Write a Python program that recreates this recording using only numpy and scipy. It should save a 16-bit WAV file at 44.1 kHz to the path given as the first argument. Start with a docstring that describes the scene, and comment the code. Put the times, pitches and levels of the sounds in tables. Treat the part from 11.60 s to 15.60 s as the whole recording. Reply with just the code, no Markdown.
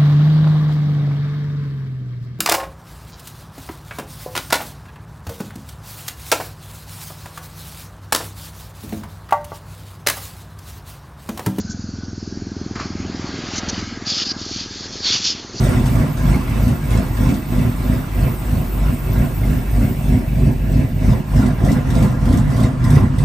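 """A dusty, windy street, heard through one narrow-band mono microphone. A single-cylinder
motorcycle thumps past at low revs and fades away: each firing is a pressure pulse that sets the
silencer ringing. Traffic rumbles, tyres roar, whine and crunch on grit, and blown dust hisses,
all as shaped noise. Something rubs over the microphone in short scratchy strokes of stick-slip
friction. The exhaust boom swells briefly as it passes, and the wind thuds once near the end."""
import sys
import numpy as np
from scipy import signal
from scipy.fft import rfft, irfft, next_fast_len
from scipy.io import wavfile
from scipy.ndimage import uniform_filter1d, map_coordinates

SR = 44100
rng = np.random.default_rng(int(sys.argv[2]) if len(sys.argv) > 2 else 0)


def int16_out(signal):
    """Quantize to a 16-bit WAV file."""
    q = np.round(np.clip(np.atleast_2d(signal).T, -1, 1) * 32767)
    wavfile.write(sys.argv[1], SR, q.astype(np.int16))


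N = 176400
T = np.arange(N) / SR
LOW_CUT_HZ, TOP_HZ = 27, 7520


def amp(db):
    """Amplitude ratio: tenfold for every 20 dB."""
    return 10 ** (np.asarray(db) / 20)


def unit(x):
    """Normalisation to an rms of 1."""
    return x / np.sqrt(np.mean(x ** 2) + 1e-20)


def curve(rows, at=T):
    """Linear interpolation in time of each column after the first."""
    s, *cols = np.transpose(rows)
    return [np.interp(at, s, c) for c in cols]


def bell(offset, half_width):
    """Gaussian window: 1 at its centre, 1/e a half width away."""
    return np.exp(-(offset / half_width) ** 2)


def wobble(rate):
    """Smooth random modulation: a spline through `rate` knots a second."""
    return map_coordinates(rng.standard_normal(int(4 * rate) + 8), [T * rate], mode="mirror")


def filtered(x, response):
    """Linear filtering: the spectrum of x times a frequency response."""
    m = next_fast_len(N + 8192)
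    return irfft(rfft(x, m) * response(np.fft.rfftfreq(m, 1 / SR)), m)[:N]


def noise(colour, tilt_db=0):
    """Spectral shaping: noise of rms 1 with a (Hz, dB) colour, tilted per octave."""
    f, db = np.transpose(colour)
    db = db + tilt_db * np.log2(f)
    response = lambda hz: amp(np.interp(np.log(hz + 1), np.log(f), db)) * (hz < TOP_HZ)
    return unit(filtered(rng.standard_normal(N), response))


def patchy(x, depth_db):
    """Time-frequency modulation: patches of the spectrum swell and sink; the result has rms 1."""
    spectra = signal.stft(x, nperseg=512)[2]
    field = uniform_filter1d(rng.standard_normal(spectra.shape), size=5, axis=0)
    field = uniform_filter1d(field, size=12, axis=1)
    return unit(signal.istft(spectra * amp(depth_db * unit(field)), nperseg=512)[1][:N])


def ring(t, hz, t60):
    """Damped free vibration: a sine that starts at t = 0 and falls 60 dB in t60 seconds."""
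    age = np.maximum(t, 0)
    return np.sin(2 * np.pi * hz * age) * np.exp(-np.log(1000) * age / t60)


# Engine speed. Each row: time in seconds, firings per second.
FIRING_RATE = [(0, 20.92), (.5, 20.69), (1.1, 20.69), (1.6, 20.61), (2.2, 20.52), (2.7, 20.41),
               (3.2, 20.31), (3.6, 20.3), (4, 20.4)]
# The passing exhaust. Each row: time in seconds, thump level in dB, its centre frequency in Hz,
# its half length in cycles, silencer boom in dB.
EXHAUST_PULSE = [(0, -18.5, 195, 1, 4), (.45, -19, 222, 0.49, 2.5), (.75, -16, 246, 0.58, -0.5),
                 (1.05, -15, 252, 0.54, -1.5), (1.21, -16.5, 251, 0.55, -0.5), (1.38, -16, 254, .6, 2),
                 (1.65, -15.5, 252, 0.7, -2), (1.85, -18, 257, 0.54, -5.5), (2.15, -16.5, 229, 0.66, 3),
                 (2.28, -23.5, 239, 1, 3), (2.38, -19, 240, 0.59, -5.5), (2.55, -21, 243, 0.59, -5.5),
                 (2.94, -20, 255, 0.68, 0.5), (3.04, -24, 260, 0.5, -1.5), (3.5, -21.5, 284, 0.39, -3),
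                 (3.72, -26.5, 277, 0.63, -5), (4, -24, 276, 0.26, -10)]
# Silencer resonances. Each row: frequency in Hz, level against the thump in dB before the boom
# is added, t60 in seconds, delay in seconds.
SILENCER_MODES = [(39.3, -28.5, 0.93, .002), (87.7, -12.5, 0.17, 0.0011), (116, -10.5, 0.042, 0.0031),
                  (194, -19, 0.097, 0.00087), (253, -24.5, 0.13, 0.0026), (327, -24, 0.034, 0.0024)]
# Exhaust tones that swell into a drone as it moves. Each row: peak time in seconds, half width
# in seconds, frequency in Hz, level against the thump in dB.
EXHAUST_DRONES = [(1.38, .1, 183, -18), (1.38, .08, 79.3, -23), (1.38, .1, 41, -28), (1.5, .2, 249, -21),
                  (2.1, 0.23, 41, -26), (2.15, .12, 181.5, -17), (2.2, .15, 101.5, -20.5),
                  (2.9, .8, 261, -31)]


def motorcycle():
    """Impulse excitation: each firing is one round thump, and the silencer and drones ring on."""
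    first_firing_s, jitter_s, far_at_s = .0516, .00011, 3.1
    phase = np.cumsum(curve(FIRING_RATE)[0]) / SR
    phase -= np.interp(first_firing_s, T, phase)
    firings = np.interp(np.arange(np.ceil(phase[0]), phase[-1]), phase, T)
    out = np.zeros(N)
    for s in firings:
        time_draw, level_draw, pitch_draw = rng.standard_normal(3)
        db, hz, cycles, boom_db = curve(EXHAUST_PULSE, s)
        far = min(s / far_at_s, 1) ** 4  # far away, the wind makes the beats uneven
        hz *= np.exp(.1 * far * pitch_draw)
        db += (1.5 * far - .06) * level_draw
        span = slice(max(int((s - .01) * SR), 0), int((s + .2) * SR))
        t = T[span] - s - jitter_s * time_draw
        thump = np.cos(2 * np.pi * hz * t) * bell(hz * t, cycles)
        for mode_hz, mode_db, t60, delay in SILENCER_MODES:
            thump -= amp(mode_db + boom_db + rng.standard_normal()) * ring(t - delay, mode_hz, t60)
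        for centre, width, drone_hz, drone_db in EXHAUST_DRONES:
            thump -= amp(drone_db) * bell(s - centre, width) * ring(t, drone_hz, t60=.25)
        out[span] += amp(db) * thump
    return out


# Traffic rumble. Each row: time in seconds, level in dB.
RUMBLE_LEVEL = [(0, -40.5), (1.1, -39.5), (1.4, -35), (1.8, -34), (2.2, -40.5), (2.3, -40), (2.9, -41),
                (3.3, -43), (4, -42.5)]
# Its spectrum. Each row: frequency in Hz, relative level in dB.
RUMBLE_SPECTRUM = [(20, -12.5), (40, -4), (60, -5.5), (100, -0.5), (150, -0.5), (250, 0.5), (380, -5.5),
                   (520, -17), (780, -18), (1100, -31), (4000, -46)]


def traffic_rumble():
    """Incoherent addition: traffic merges into low noise whose level wavers."""
    return amp(curve(RUMBLE_LEVEL)[0] + 1.5 * wobble(9.7)) * noise(RUMBLE_SPECTRUM)


# Tyre noise. Each row: time in seconds, level of the roar in dB, level of its gritty top in dB.
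TYRE_LEVELS = [(0, -49.5, -74), (.6, -51, -62), (1.13, -45.5, -51.5), (1.27, -41, -46.5), (1.42, -43, -45),
               (1.58, -39.5, -43), (1.95, -37, -34.5), (2.21, -36.5, -37), (2.26, -40.5, -41),
               (2.6, -40.5, -45.5), (3.1, -46, -46), (3.5, -43.5, -43.5), (4, -44, -49.5)]
# Spectra of the two parts. Each row: frequency in Hz, relative level in dB.
ROAR_SPECTRUM = [(100, -29), (400, -2.5), (560, -2), (760, -1), (1020, -4), (1300, -2), (1850, -8.5),
                 (3000, -17.5), (7000, -36.5)]
GRIT_SPECTRUM = [(900, -18.5), (1800, -4), (2100, 1), (2700, -3.5), (3400, -2), (4000, -6.5), (4700, -8.5),
                 (7000, -21)]


def tyre_roar():
    """Roughness excitation: tyres rolling on the gritty road radiate broadband noise."""
    roar_db, grit_db = curve(TYRE_LEVELS)
    roar = amp(roar_db) * patchy(noise(ROAR_SPECTRUM), depth_db=1.6)
    grit = amp(grit_db) * patchy(noise(GRIT_SPECTRUM), depth_db=3)
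    return (roar + grit) * amp(.7 * wobble(45))


# Blown dust. Each row: time in seconds, level in dB.
DUST_LEVEL = [(0, -42), (.5, -44.5), (1.1, -44.5), (1.6, -40.5), (1.92, -36), (2.03, -37), (2.2, -35.5),
              (2.4, -42.5), (3.1, -37), (3.78, -40), (3.93, -41), (4, -31)]
# Its spectrum. Each row: frequency in Hz, relative level in dB.
DUST_SPECTRUM = [(1000, -24.5), (2500, -16.5), (3950, -9.5), (4200, -1), (4800, .5), (5600, -2.5),
                 (6700, -5.5), (7400, -15.5)]
# Moments when the recorder's noise suppressor briefly ducks the high hiss.
# Each row: time in seconds, half width in seconds, gain in dB.
HISS_DROPOUTS = [(2.02, 0.016, -3), (2.06, 0.016, -0.5), (2.438, 0.012, 0), (2.74, .014, -1.5)]


def dust_hiss():
    """Superposition: countless blown grains blend into one high hiss."""
    dropout_db = sum(db * bell(T - s, width) for s, width, db in HISS_DROPOUTS)
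    level_db = curve(DUST_LEVEL)[0] + dropout_db + .67 * wobble(40)
    return amp(level_db) * patchy(noise(DUST_SPECTRUM), depth_db=2.2)


# Strokes over the microphone. Each row: start in seconds, length in seconds, level in dB, attack
# and release in seconds, tilt in dB per octave, scrape centre in Hz, its lift in dB.
RUB_STROKES = [(0, 0.012, -35, 0.00056, 0.021, 17, 6300, 5), (0.089, 0.038, -36, 0.017, 0.012, 22, 6400, 1),
               (1.906, 0.083, -24.5, 0.086, 0.014, 2.5, 6150, 8),
               (2.085, 0.014, -23.5, 0.003, 0.01, 1, 6300, 8.5),
               (2.441, 0.074, -20.5, 0.058, 0.017, 0, 4800, 6.5),
               (2.508, 0.12, -22.5, 0.012, 0.024, -1.5, 5000, 7.5),
               (2.644, 0.036, -24.5, .014, 0.014, 0, 4900, 11.5),
               (2.679, .04, -22.5, 0.013, 0.009, -3, 4850, 16),
               (2.747, 0.2, -32.5, 0.07, 0.038, 3.5, 4600, 4),
               (2.867, 0.14, -27.5, 0.13, 0.081, 0, 4900, 6.5),
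               (3.04, 0.23, -34.5, 0.13, 0.0064, -0.5, 4700, 6),
               (3.31, 0.24, -34, 0.025, 0.031, 2.5, 4500, 4), (3.415, 0.0972, -19, 0.059, .01, -2, 4300, 4),
               (3.512, 0.042, -18.5, .01, 0.041, -3, 5100, 3.5),
               (3.54, 0.15, -25.5, 0.017, 0.037, 0, 4800, 2.5),
               (3.617, 0.089, -19.5, 0.048, 0.038, 1.5, 4800, 6.5),
               (3.7, 0.023, -32, 0.023, 0.17, -4.5, 3200, 2)]
# Their spectrum before tilt and lift. Each row: frequency in Hz, relative level in dB.
RUB_SPECTRUM = [(300, -23), (800, -31.5), (1300, -20), (2000, -19), (2900, -10), (3600, -6), (3950, -9.5),
                (4250, -4), (4750, -5.5), (5500, -6.5), (6100, -8.5), (6700, -10), (7300, -20.5)]
# Momentary snags. Each row: time in seconds, half width in seconds, gain over the stroke in dB.
RUB_SNAGS = [(2.505, .003, 2), (2.586, .0015, 3.5), (2.601, 0.001, 10.5), (3.004, .006, 4)]


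def microphone_rubs():
    """Stick-slip friction: each stroke swells, scrapes at its own pitch, catches and lets go."""
    scrape_width_hz = 600
    out = np.zeros(N)
    for s, length, db, attack, release, tilt_db, scrape_hz, lift_db in RUB_STROKES:
        swell = np.sin(np.pi / 2 * np.clip((T - s) / attack, 0, 1)) ** 2
        fade = np.clip(1 - (T - s - length) / release, 0, 1)
        peak = lambda hz: amp(lift_db / (1 + ((hz - scrape_hz) / scrape_width_hz) ** 2))
        scrape = filtered(noise(RUB_SPECTRUM, tilt_db), peak)
        out += amp(db) * swell * fade * patchy(scrape, depth_db=1.8)
    snag_db = sum(db * bell(T - s, width) for s, width, db in RUB_SNAGS)
    slip_db, waver_db = .8 * wobble(500), .5 * wobble(55)
    return out * amp(snag_db) * unit(amp(slip_db + waver_db))


# Car treads. Each row: time when nearest in seconds, spread in seconds, frequency in Hz, level in dB.
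TREAD_TONES = [(.1, 0.038, 1500, -47.5), (.2, .6, 1490, -53), (2.14, 0.56, 1257, -49),
               (2.25, 0.96, 1624, -48.5)]


def tread_whines():
    """Narrow-band noise: each car's tread sings in a band that swells, flutters and fades."""
    width_hz, flutter_db = 70, 3
    out = np.zeros(N)
    for s, spread, whine_hz, db in TREAD_TONES:
        band = filtered(rng.standard_normal(N), lambda hz: 1 / (1 + ((hz - whine_hz) / width_hz) ** 2))
        whine = unit(band * amp(flutter_db * wobble(45)))
        out += amp(db) * whine / np.sqrt(1 + ((T - s) / spread) ** 4)
    return out


# A wheel in grit. Each row: start in seconds, level in dB, t60 in seconds, tilt in dB per octave.
GRIT_SPRAYS = [(1.152, -27.5, 0.37, 1.5), (1.191, -28, 0.28, 2.5), (1.205, -29, 0.12, 2.5),
               (1.22, -36.5, 0.43, 5)]
# Their spectrum before the tilt. Each row: frequency in Hz, relative level in dB.
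CRUNCH_SPECTRUM = [(200, 3.5), (600, -7.5), (1200, 3), (1800, -6.5), (2300, -8), (3600, -19.5),
                   (4700, -10.5), (7000, -25.5)]


def grit_crunches():
    """Impact noise: a wheel throws up sudden sprays of grit that die away exponentially."""
    rise_s = .002
    out = np.zeros(N)
    for s, db, t60, tilt_db in GRIT_SPRAYS:
        age = np.maximum(T - s, 0)
        envelope = (1 - np.exp(-age / rise_s)) * np.exp(-np.log(1000) * age / t60)
        spray = unit(noise(CRUNCH_SPECTRUM, tilt_db) * amp(1.5 * wobble(400)))
        out += amp(db) * envelope * spray
    return out


# Brief low swells. Each row: peak time in seconds, half width in seconds, level in dB.
LOW_SWELLS = [(1.4, 0.056, -40.5), (1.96, 0.028, -35), (2.09, 0.02, -33.5), (2.205, 0.05, -31),
              (3.953, 0.019, -29.5)]
# Their spectrum. Each row: frequency in Hz, relative level in dB.
SWELL_SPECTRUM = [(20, -7.5), (40, -9.5), (110, 0.5), (220, -6.5), (350, -9), (700, -32)]


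def low_swells():
    """Amplitude modulation: low noise swells as exhaust boom, and as one wind thud near the end."""
    envelope = sum(amp(db) * bell(T - s, width) for s, width, db in LOW_SWELLS)
    return envelope * noise(SWELL_SPECTRUM)


def scene():
    """Linear superposition: all sources add at one microphone, the same in both channels."""
    mono = motorcycle() + traffic_rumble() + tyre_roar() + dust_hiss()
    mono += microphone_rubs() + tread_whines() + grit_crunches() + low_swells()
    return np.array([mono, mono])


def record(dry):
    """Band limiting: the recorder drops the deepest bass and keeps nothing above its upper edge."""
    high_pass = lambda hz: hz ** 4 / (hz ** 4 + LOW_CUT_HZ ** 4)
    low_pass = lambda hz: np.clip((TOP_HZ - hz) / 200 + .5, 0, 1)
    return np.array([filtered(ch, lambda hz: high_pass(hz) * low_pass(hz)) for ch in dry])


dry = scene()
out = record(dry)
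int16_out(out)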